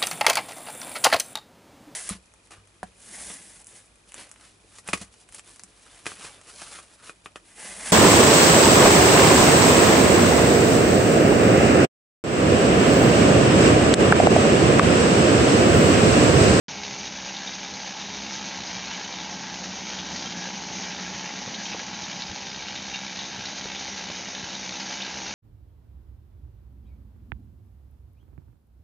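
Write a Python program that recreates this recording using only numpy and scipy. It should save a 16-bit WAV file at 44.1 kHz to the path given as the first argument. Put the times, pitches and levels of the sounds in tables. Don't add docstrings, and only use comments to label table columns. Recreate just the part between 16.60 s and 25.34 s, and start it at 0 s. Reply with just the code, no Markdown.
import sys
import numpy as np
from scipy import signal
from scipy.fft import rfft, irfft
from scipy.io import wavfile
from scipy.ndimage import map_coordinates

SR = 44100
rng = np.random.default_rng(int(sys.argv[2]) if len(sys.argv) > 2 else 0)


def store_wav(level_fs):
    pcm = np.round(np.clip(np.atleast_2d(level_fs), -1, 1) * 32767)
    wavfile.write(sys.argv[1], SR, pcm.T.astype(np.int16))


N = 385434
T = np.arange(N) / SR
SPOT_HZ = 14
# (frequency [Hz], gain [dB])
CRACK_SPECTRUM = [(200, -41.5), (500, -10), (900, 3), (1200, -9), (1650, -1), (2300, -0.5), (3200, 0.5),
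                  (4500, -1.5), (6400, 0), (8000, -18)]


def undb(db):
    return 10 ** (np.asarray(db) / 20)


def level(x, db):
    return x * undb(db) / np.sqrt(np.mean(x ** 2))


def noise():
    return rng.standard_normal(N)


def walk(hz):
    knots = rng.standard_normal(4096)
    return map_coordinates(knots, [T * hz], order=2, mode="wrap")


def curves(rows):
    times, *columns = np.transpose(rows)
    return np.array([np.interp(T, times, column) for column in columns])


def swing(rows):
    db = curves(rows)[0]
    return db - np.mean(db)


def add(out, s, sound):
    start = int(s * SR)
    out[start:start + len(sound)] += sound[:N - start]


def colour(x, points):
    size = 4096
    hz, db = np.transpose(points)
    bins = np.maximum(np.fft.rfftfreq(size, 1 / SR), 1)
    gain = undb(np.interp(np.log(bins), np.log(hz), db))
    cepstrum = irfft(np.log(gain))
    cepstrum[1:size // 2] *= 2
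    cepstrum[size // 2 + 1:] = 0
    response = irfft(np.exp(rfft(cepstrum)))
    return signal.fftconvolve(x, response)[:N]


def fade(x, seconds):
    return signal.lfilter([1], [1, -np.exp(-1 / (seconds * SR))], x)


def resonate(x, hz, width):
    return signal.lfilter(*signal.iirpeak(hz, hz / width, fs=SR), x)


def gliding_mode(x, hz, width):
    turn = np.exp(2j * np.pi * np.cumsum(hz) / SR)
    envelope = fade(x * np.conj(turn), 1 / (np.pi * width))
    return np.real(turn * envelope) * 2 * np.pi * width / SR


def tail(x, t60_s, spectrum):
    t = T[:SR // 2]
    response = rng.standard_normal(len(t)) * undb(-60 * t / t60_s) * (t > .002)
    response /= np.sqrt(np.sum(response ** 2))
    return colour(signal.fftconvolve(x, response)[:N], spectrum)


def impulses(times, scatter_db):
    out = np.zeros(N)
    sizes = undb(-scatter_db * rng.rayleigh(size=4096)[:len(times)])
    inside = (times >= 0) & (times < T[-1])
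    np.add.at(out, (times[inside] * SR).astype(int), sizes[inside])
    return out


def jitter(times, spread_s):
    return times + spread_s * rng.standard_normal(1024)[:len(times)]


def pistons(lean_db):
    # (time [s], main piston [Hz], slow piston [Hz], fast piston [Hz])
    rates = [(0.1, 64.8, 61.5, 68.3), (0.7, 64.6, 61, 68), (1.1, 65, 61, 67.5), (1.6, 64.7, 62.3, 67.3),
             (2.0, 64.4, 61.8, 67.5), (2.6, 63.8, 61.3, 66.8), (3.0, 64.8, 60.5, 68.3), (3.5, 64, 61.6, 68),
             (3.9, 65, 61.2, 67.5), (4.5, 64, 60.8, 68.5), (5.0, 64.5, 61, 69.5), (5.6, 64.3, 60.5, 68),
             (6.3, 65.2, 62, 67.3), (6.8, 64.6, 61.5, 67.5), (7.4, 65, 62, 67.5), (8.0, 64.3, 61.5, 67.3),
             (8.7, 64, 62, 67.5)]
    wander_hz, stumble_hz = .5, .7 * undb(2 * lean_db)
    strokes = []
    for hz in curves(rates):
        cycles = np.cumsum(hz + wander_hz * walk(5) + stumble_hz * walk(60)) / SR
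        times = np.interp(np.arange(1, cycles[-1]), cycles, T)
        strokes.append(jitter(times, spread_s=.00008))
    return strokes


def strikes(times):
    landing = impulses(times + .0027, scatter_db=4.6)
    bounce = impulses(times + .0095, scatter_db=5)
    return landing + undb(-6) * bounce


def steel_ring(hits, low_db, mid_db, high_db):
    # (frequency [Hz], width [Hz], gain [dB])
    modes = [(1350, 91, -3.5), (1612, 120, 0.5), (1890, 80, -5.5), (2030, 180, -10), (2292, 110, -0.5),
             (2507, 55, -6.5), (2705, 35, -2.5), (2834, 45, -4), (2975, 33, -1.5), (3154, 65, -3),
             (3350, 24, -9), (3695, 120, -1.5), (3960, 60, -4), (4125, 43, -5), (4254, 75, -4),
             (4730, 91, -6), (5570, 200, -13)]
    ring = 0
    for hz, width, db in modes:
        band_db = low_db if hz < 2000 else mid_db if hz < 3000 else high_db
        drive = hits * np.tanh(walk(22) + 1.14 * noise())
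        drive *= undb(1.7 * np.tanh(walk(5)))
        shifted_hz = hz * (1 + .004 * walk(SPOT_HZ))
        ring = ring + undb(db + band_db) * gliding_mode(drive, shifted_hz, width)
    return ring


def blows(hits, lean_db, grip_db):
    # (time [s], relative level [dB])
    clang = [(0.1, -43), (1.3, -42.5), (1.6, -43), (3.1, -42), (3.9, -41), (4.1, -43.5), (4.3, -41),
             (5.15, -44), (5.45, -42.5), (7.5, -42.5), (8.3, -41.5), (8.7, -42)]
    # (time [s], relative level [dB])
    clatter = [(0.1, -42.5), (0.7, -44.5), (1.6, -46), (2.4, -42.5), (2.9, -47.5), (3.9, -44), (4.3, -43.5),
               (4.9, -45.5), (5.1, -44), (5.3, -45.5), (6.1, -42.5), (6.35, -43), (7.0, -43.5), (8.3, -43),
               (8.7, -43)]
    # (time [s], relative level [dB])
    bare_steel = [(0.1, -44), (0.9, -45), (1.1, -43.5), (2.5, -41), (3.1, -44.5), (3.5, -41), (4.7, -44),
                  (5.1, -45), (5.3, -44.5), (5.7, -42.5), (5.9, -39.5), (6.5, -40.5), (7.3, -40),
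                  (8.7, -41.5)]
    plate_db = -41.5 + .23 * lean_db + grip_db
    low_db = -43.8 + 1.9 * swing(clang) + grip_db
    mid_db = -42.5 + 1.2 * swing(clatter) + grip_db
    high_db = -41.5 + .76 * swing(bare_steel) + grip_db + .5 * walk(4.7)
    crumbs = fade(hits, .0043) * noise() * undb(3.7 * noise())
    crack = colour(level(hits, -12.5) + level(crumbs, 0), CRACK_SPECTRUM)
    ring = steel_ring(hits, low_db, mid_db, high_db)
    return level(crack, plate_db - .25) + level(ring, np.mean(plate_db) - .5)


def bites():
    # (time [s], crack gain [dB], ping gain [dB], pitch [Hz])
    hard_blows = [(0.2337, -23.5, -34, 3700), (0.407, -27, -36, 3720), (0.452, -32, -34, 3720),
                  (0.469, -30, -33, 3800), (0.683, -37, -33, 2861), (0.749, -36, -31.5, 3660),
                  (0.765, -29, -32, 3680), (0.8738, -28, -27, 3680), (0.934, -30, -37, 3740),
                  (1.138, -29, -37, 4170), (1.415, -35, -35, 3540), (1.885, -27, -33, 4470),
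                  (1.917, -35, -36, 3646), (2.073, -29, -32, 4720), (2.3111, -24, -34, 1710),
                  (2.325, -32, -39, 3747), (2.526, -30, -33, 3700), (3.231, -34, -39, 3160),
                  (3.301, -31, -37, 3170), (3.387, -27, -37, 3170), (3.623, -25, -35, 3620),
                  (3.657, -31, -36, 3200), (4.2407, -24.5, -38, 2472), (4.306, -26, -37, 1700),
                  (4.3235, -29, -43, 2475), (4.387, -32, -34, 1730), (4.944, -25.5, -30, 3750),
                  (5.055, -27, -32, 3170), (5.086, -28.5, -39, 2630), (5.117, -26, -33, 2570),
                  (5.131, -27, -33, 2594), (5.1933, -22, -37, 1850), (5.439, -31, -34, 3700),
                  (5.6042, -26, -33, 3940), (5.6198, -26, -26, 3800), (6.338, -35, -29, 2696),
                  (6.569, -31, -31, 4170), (6.5895, -24, -28, 3580), (6.64, -43, -30, 3670),
                  (6.8553, -23.5, -26, 4070), (7.164, -36, -32, 3200), (7.749, -33, -30, 3665),
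                  (7.843, -25, -42, 5800), (7.949, -30, -33, 3756), (8.199, -23, -39, 4940),
                  (8.326, -28.5, -37, 2040), (8.406, -29, -29, 2807), (8.4194, -25, -25, 3780)]
    out = np.zeros(N)
    t = T[:SR // 10]
    for s, crack_db, ping_db, hz in hard_blows:
        crack, clang, ping = rng.standard_normal((3, len(t)))
        crack = undb(-4) * crack * np.exp(-t / .004)
        clang = level(resonate(clang, hz, width=1200), -8) * np.exp(-t / .011)
        ping = level(resonate(ping, hz, width=140), -5) * np.exp(-t / .01)
        add(out, s, undb(crack_db) * (crack + clang) + undb(ping_db) * ping)
    return colour(out, CRACK_SPECTRUM)


def singing_spots(hits):
    # (time [s], half length [s], level [dB], pitch [Hz])
    spots = [(1.62, 0.16, -53, 2230), (3.37, .15, -48, 3200), (3.58, .06, -45, 4680),
             (3.83, 0.12, -45.5, 1640), (4.08, 0.018, -43, 2280), (4.27, .06, -46, 2320),
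             (4.55, .28, -57, 1710), (4.6, 0.34, -51, 1835), (5.0, 0.039, -41, 1670),
             (5.625, .03, -47, 4300), (5.63, 0.067, -44, 4900), (5.92, 0.045, -45, 4930),
             (6.345, .025, -43, 2760), (7.35, .2, -51.5, 1990)]
    drive = hits * np.tanh(2 * noise())
    out = 0
    for s, half_s, db, hz in spots:
        dwell = np.exp(-((T - s) / half_s) ** 2)
        out = out + dwell * level(resonate(drive, hz, width=66), db)
    return out


def deck(chipping):
    shares = np.array([walk(SPOT_HZ) for _ in range(3)])
    shares /= np.sqrt(np.sum(shares ** 2, axis=0))
    spectrum = [(300, -22), (1200, -16), (1700, -9), (7000, -8)]
    return sum(tail(chipping * share, t60_s=.07, spectrum=spectrum) for share in shares)


def throb(times, lean_db):
    # (frequency [Hz], width [Hz], gain [dB])
    housing = [(180.4, 26.4, 8), (206, 23, 5.5), (262, 22, -6), (313, 14, -1.5), (427, 12, -4.5),
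               (503, 22, -10.5)]
    # (frequency [Hz], gain [dB])
    puff_spectrum = [(30, -35.5), (62, -10.5), (125, 6), (165, 6), (300, 4), (450, -19.5), (700, 6.5),
                     (950, 8.5), (1200, -21.5), (2500, -23), (7000, -17)]
    recoil = impulses(jitter(times, spread_s=.00024), scatter_db=1.2)
    shudder = fade(recoil, .0065) * noise()
    drive = level(recoil, 0) + level(shudder, -7 + .96 * lean_db)
    boom = sum(undb(db) * resonate(drive, hz, width) for hz, width, db in housing)
    puff = colour(drive, puff_spectrum)
    low_cut = signal.butter(4, 152, "highpass", fs=SR, output="sos")
    return signal.sosfilt(low_cut, level(boom, -1.17) + level(puff, -9.5))


def bark(times):
    # (frequency [Hz], width [Hz], gain [dB])
    ports = [(580, 16, -1), (709, 16, -3), (790, 24, 5), (845, 42, 4), (878, 36, 1.5), (952, 50, -2),
             (1065, 16, 0.5)]
    puffs = impulses(times, scatter_db=2)
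    turbulence = fade(puffs, .002) * noise()
    returns = impulses(times + .00727, scatter_db=2)
    jet = level(puffs, 0) + level(returns, -17.5) + level(turbulence, -15)
    return level(sum(undb(db) * resonate(jet, hz, width) for hz, width, db in ports), 0)


def air_hiss(times, scrub_db):
    # (time [s], level [dB])
    flow = [(0.1, -38.5), (0.3, -37.5), (1.5, -38), (1.7, -38), (2.9, -38.5), (3.1, -36.5), (4.3, -37.5),
            (4.7, -38), (5.1, -38), (5.9, -39.5), (7.3, -37.5), (8.7, -37)]
    # (frequency [Hz], gain [dB])
    jet_spectrum = [(200, -19), (600, 2.5), (1200, -12), (2200, 0), (3300, -5), (4500, -1), (5400, 1),
                    (6000, 5), (6600, 3.5), (7000, -10), (8000, -17)]
    openings = impulses(times, scatter_db=3.5) + impulses(times + .0077, scatter_db=12.5)
    surge = 1 + .95 * fade(openings, .018)
    jet = noise() * surge * undb(walk(45))
    return level(colour(jet, jet_spectrum), curves(flow)[0] - 2.04 + scrub_db)


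def air_spurts(times):
    # (time [s], peak level [dB], half length [s])
    spurts = [(1.743, -37, 0.046), (2.104, -45, 0.067), (3.074, -54, 0.088), (3.56, -40, 0.056),
              (3.831, -44, 0.044), (4.25, -41, 0.15), (5.054, -38, 0.048), (5.432, -38.5, 0.027),
              (8.353, -40, 0.044)]
    swell = sum(undb(db) * np.exp(-((T - s) / half_s) ** 2) for s, db, half_s in spurts)
    jet = noise() * (.44 + fade(impulses(times, scatter_db=3.5), .005))
    spectrum = [(2000, -30.5), (4200, -8.5), (5500, 0), (6500, -.5), (7200, -14)]
    return swell * level(colour(jet, spectrum), 0)


def knocks():
    # (time [s], level [dB], pitch [Hz])
    thuds = [(4.548, -40, 230), (4.876, -34, 400), (5.145, -29, 540), (7.054, -30.5, 220),
             (7.499, -32, 380)]
    out = np.zeros(N)
    age = T[:SR // 10] / .0022
    for s, db, hz in thuds:
        burst = rng.standard_normal(len(age))
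        thud = resonate(resonate(burst, hz, 2.1 * hz), hz, 2.1 * hz)
        add(out, s, level(thud, db - 1.5) * age * np.exp(1 - age))
    return out


def gusts():
    # (time [s], level [dB])
    buffets = [(0.319, -47), (1.118, -40), (1.977, -44.5), (2.149, -40), (3.494, -42), (4.539, -41.5),
               (4.859, -40.5), (5.421, -46), (5.691, -38.5), (6.779, -41.5), (7.032, -46), (7.825, -39.5)]
    push = np.zeros(N)
    for s, db in buffets:
        age = np.maximum(T - s, 0) / .013
        push += undb(db) * age * np.exp(1 - age)
    spectrum = [(20, -35.5), (55, -11.5), (110, -3), (300, -11.5), (700, -21), (3000, -58.5)]
    return push * level(colour(noise(), spectrum), -1.8)


def machinery():
    # (frequency [Hz], gain [dB])
    drone_spectrum = [(20, -65), (45, -13), (62, 7), (100, 4.5), (125, 1), (160, 8), (300, -0.5),
                      (600, -15.5), (1500, -14.5), (8000, -39.5)]
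    drone = colour(noise(), drone_spectrum) * undb(1.5 * walk(6))
    hum_hz = 411.5 + 1.2 * walk(5)
    hum = np.sin(2 * np.pi * np.cumsum(hum_hz) / SR) * undb(4.5 * walk(4.6))
    return level(drone, -52) + level(hum, -59.5)


def scene():
    # (time [s], main piston [dB], slow piston [dB], fast piston [dB])
    loads = [(0.1, -46, -52, -48), (0.7, -45, -52, -50), (1.25, -49, -50, -51), (1.65, -47, -52, -43.5),
             (2.1, -47, -47, -49), (2.45, -48, -48, -50), (2.8, -46, -44.5, -47), (3.2, -48, -43.5, -49),
             (3.7, -46, -43, -47), (4.3, -47, -44.5, -47.5), (4.8, -46.5, -44, -47.5),
             (5.3, -48, -45.5, -48), (5.7, -48, -50, -51), (6.3, -45, -52.5, -50.5), (6.9, -46.5, -52, -53),
             (7.6, -46, -53, -50.5), (8.3, -44.5, -50.5, -49), (8.7, -45, -49, -48)]
    loads_db = curves(loads)
    total_db = 10 * np.log10(np.sum(undb(loads_db) ** 2, axis=0))
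    lean_db = total_db - np.mean(total_db)
    scrub_hz = 3.3 * (1 + .15 * walk(2))
    scrub_db = np.sin(2 * np.pi * np.cumsum(scrub_hz) / SR)
    strokes = pistons(lean_db)
    exhaust, hits = 0, 0
    for times, load_db in zip(strokes, loads_db):
        slack_db = np.max(loads_db, axis=0) - load_db
        throb_db = load_db - .4 * slack_db
        bark_db = -48.5 + .15 * lean_db - 2.5 * slack_db
        strike_db = -np.minimum(2.2 * slack_db, 4)
        exhaust = exhaust + undb(throb_db) * throb(times, lean_db) + undb(bark_db) * bark(times)
        hits = hits + undb(strike_db) * strikes(times)
    chipping = blows(hits, lean_db, grip_db=-.4 * scrub_db) + bites()
    air = air_hiss(strokes[0], scrub_db) + air_spurts(strokes[0])
    tool = exhaust + chipping + singing_spots(hits) + deck(chipping) + air
    roof = tail(tool, t60_s=.35, spectrum=[(100, -16), (1000, -16), (7000, -17)])
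    mono = tool + roof + knocks() + gusts() + machinery()
    return np.array([mono, mono])


def record(dry):
    open_s, top_hz = .083, 7300
    lowpass = signal.firwin(141, top_hz, window=("kaiser", 7), fs=SR)
    return signal.fftconvolve(dry * (T > open_s), lowpass[None], mode="same")


dry = scene()
out = record(dry)
store_wav(out)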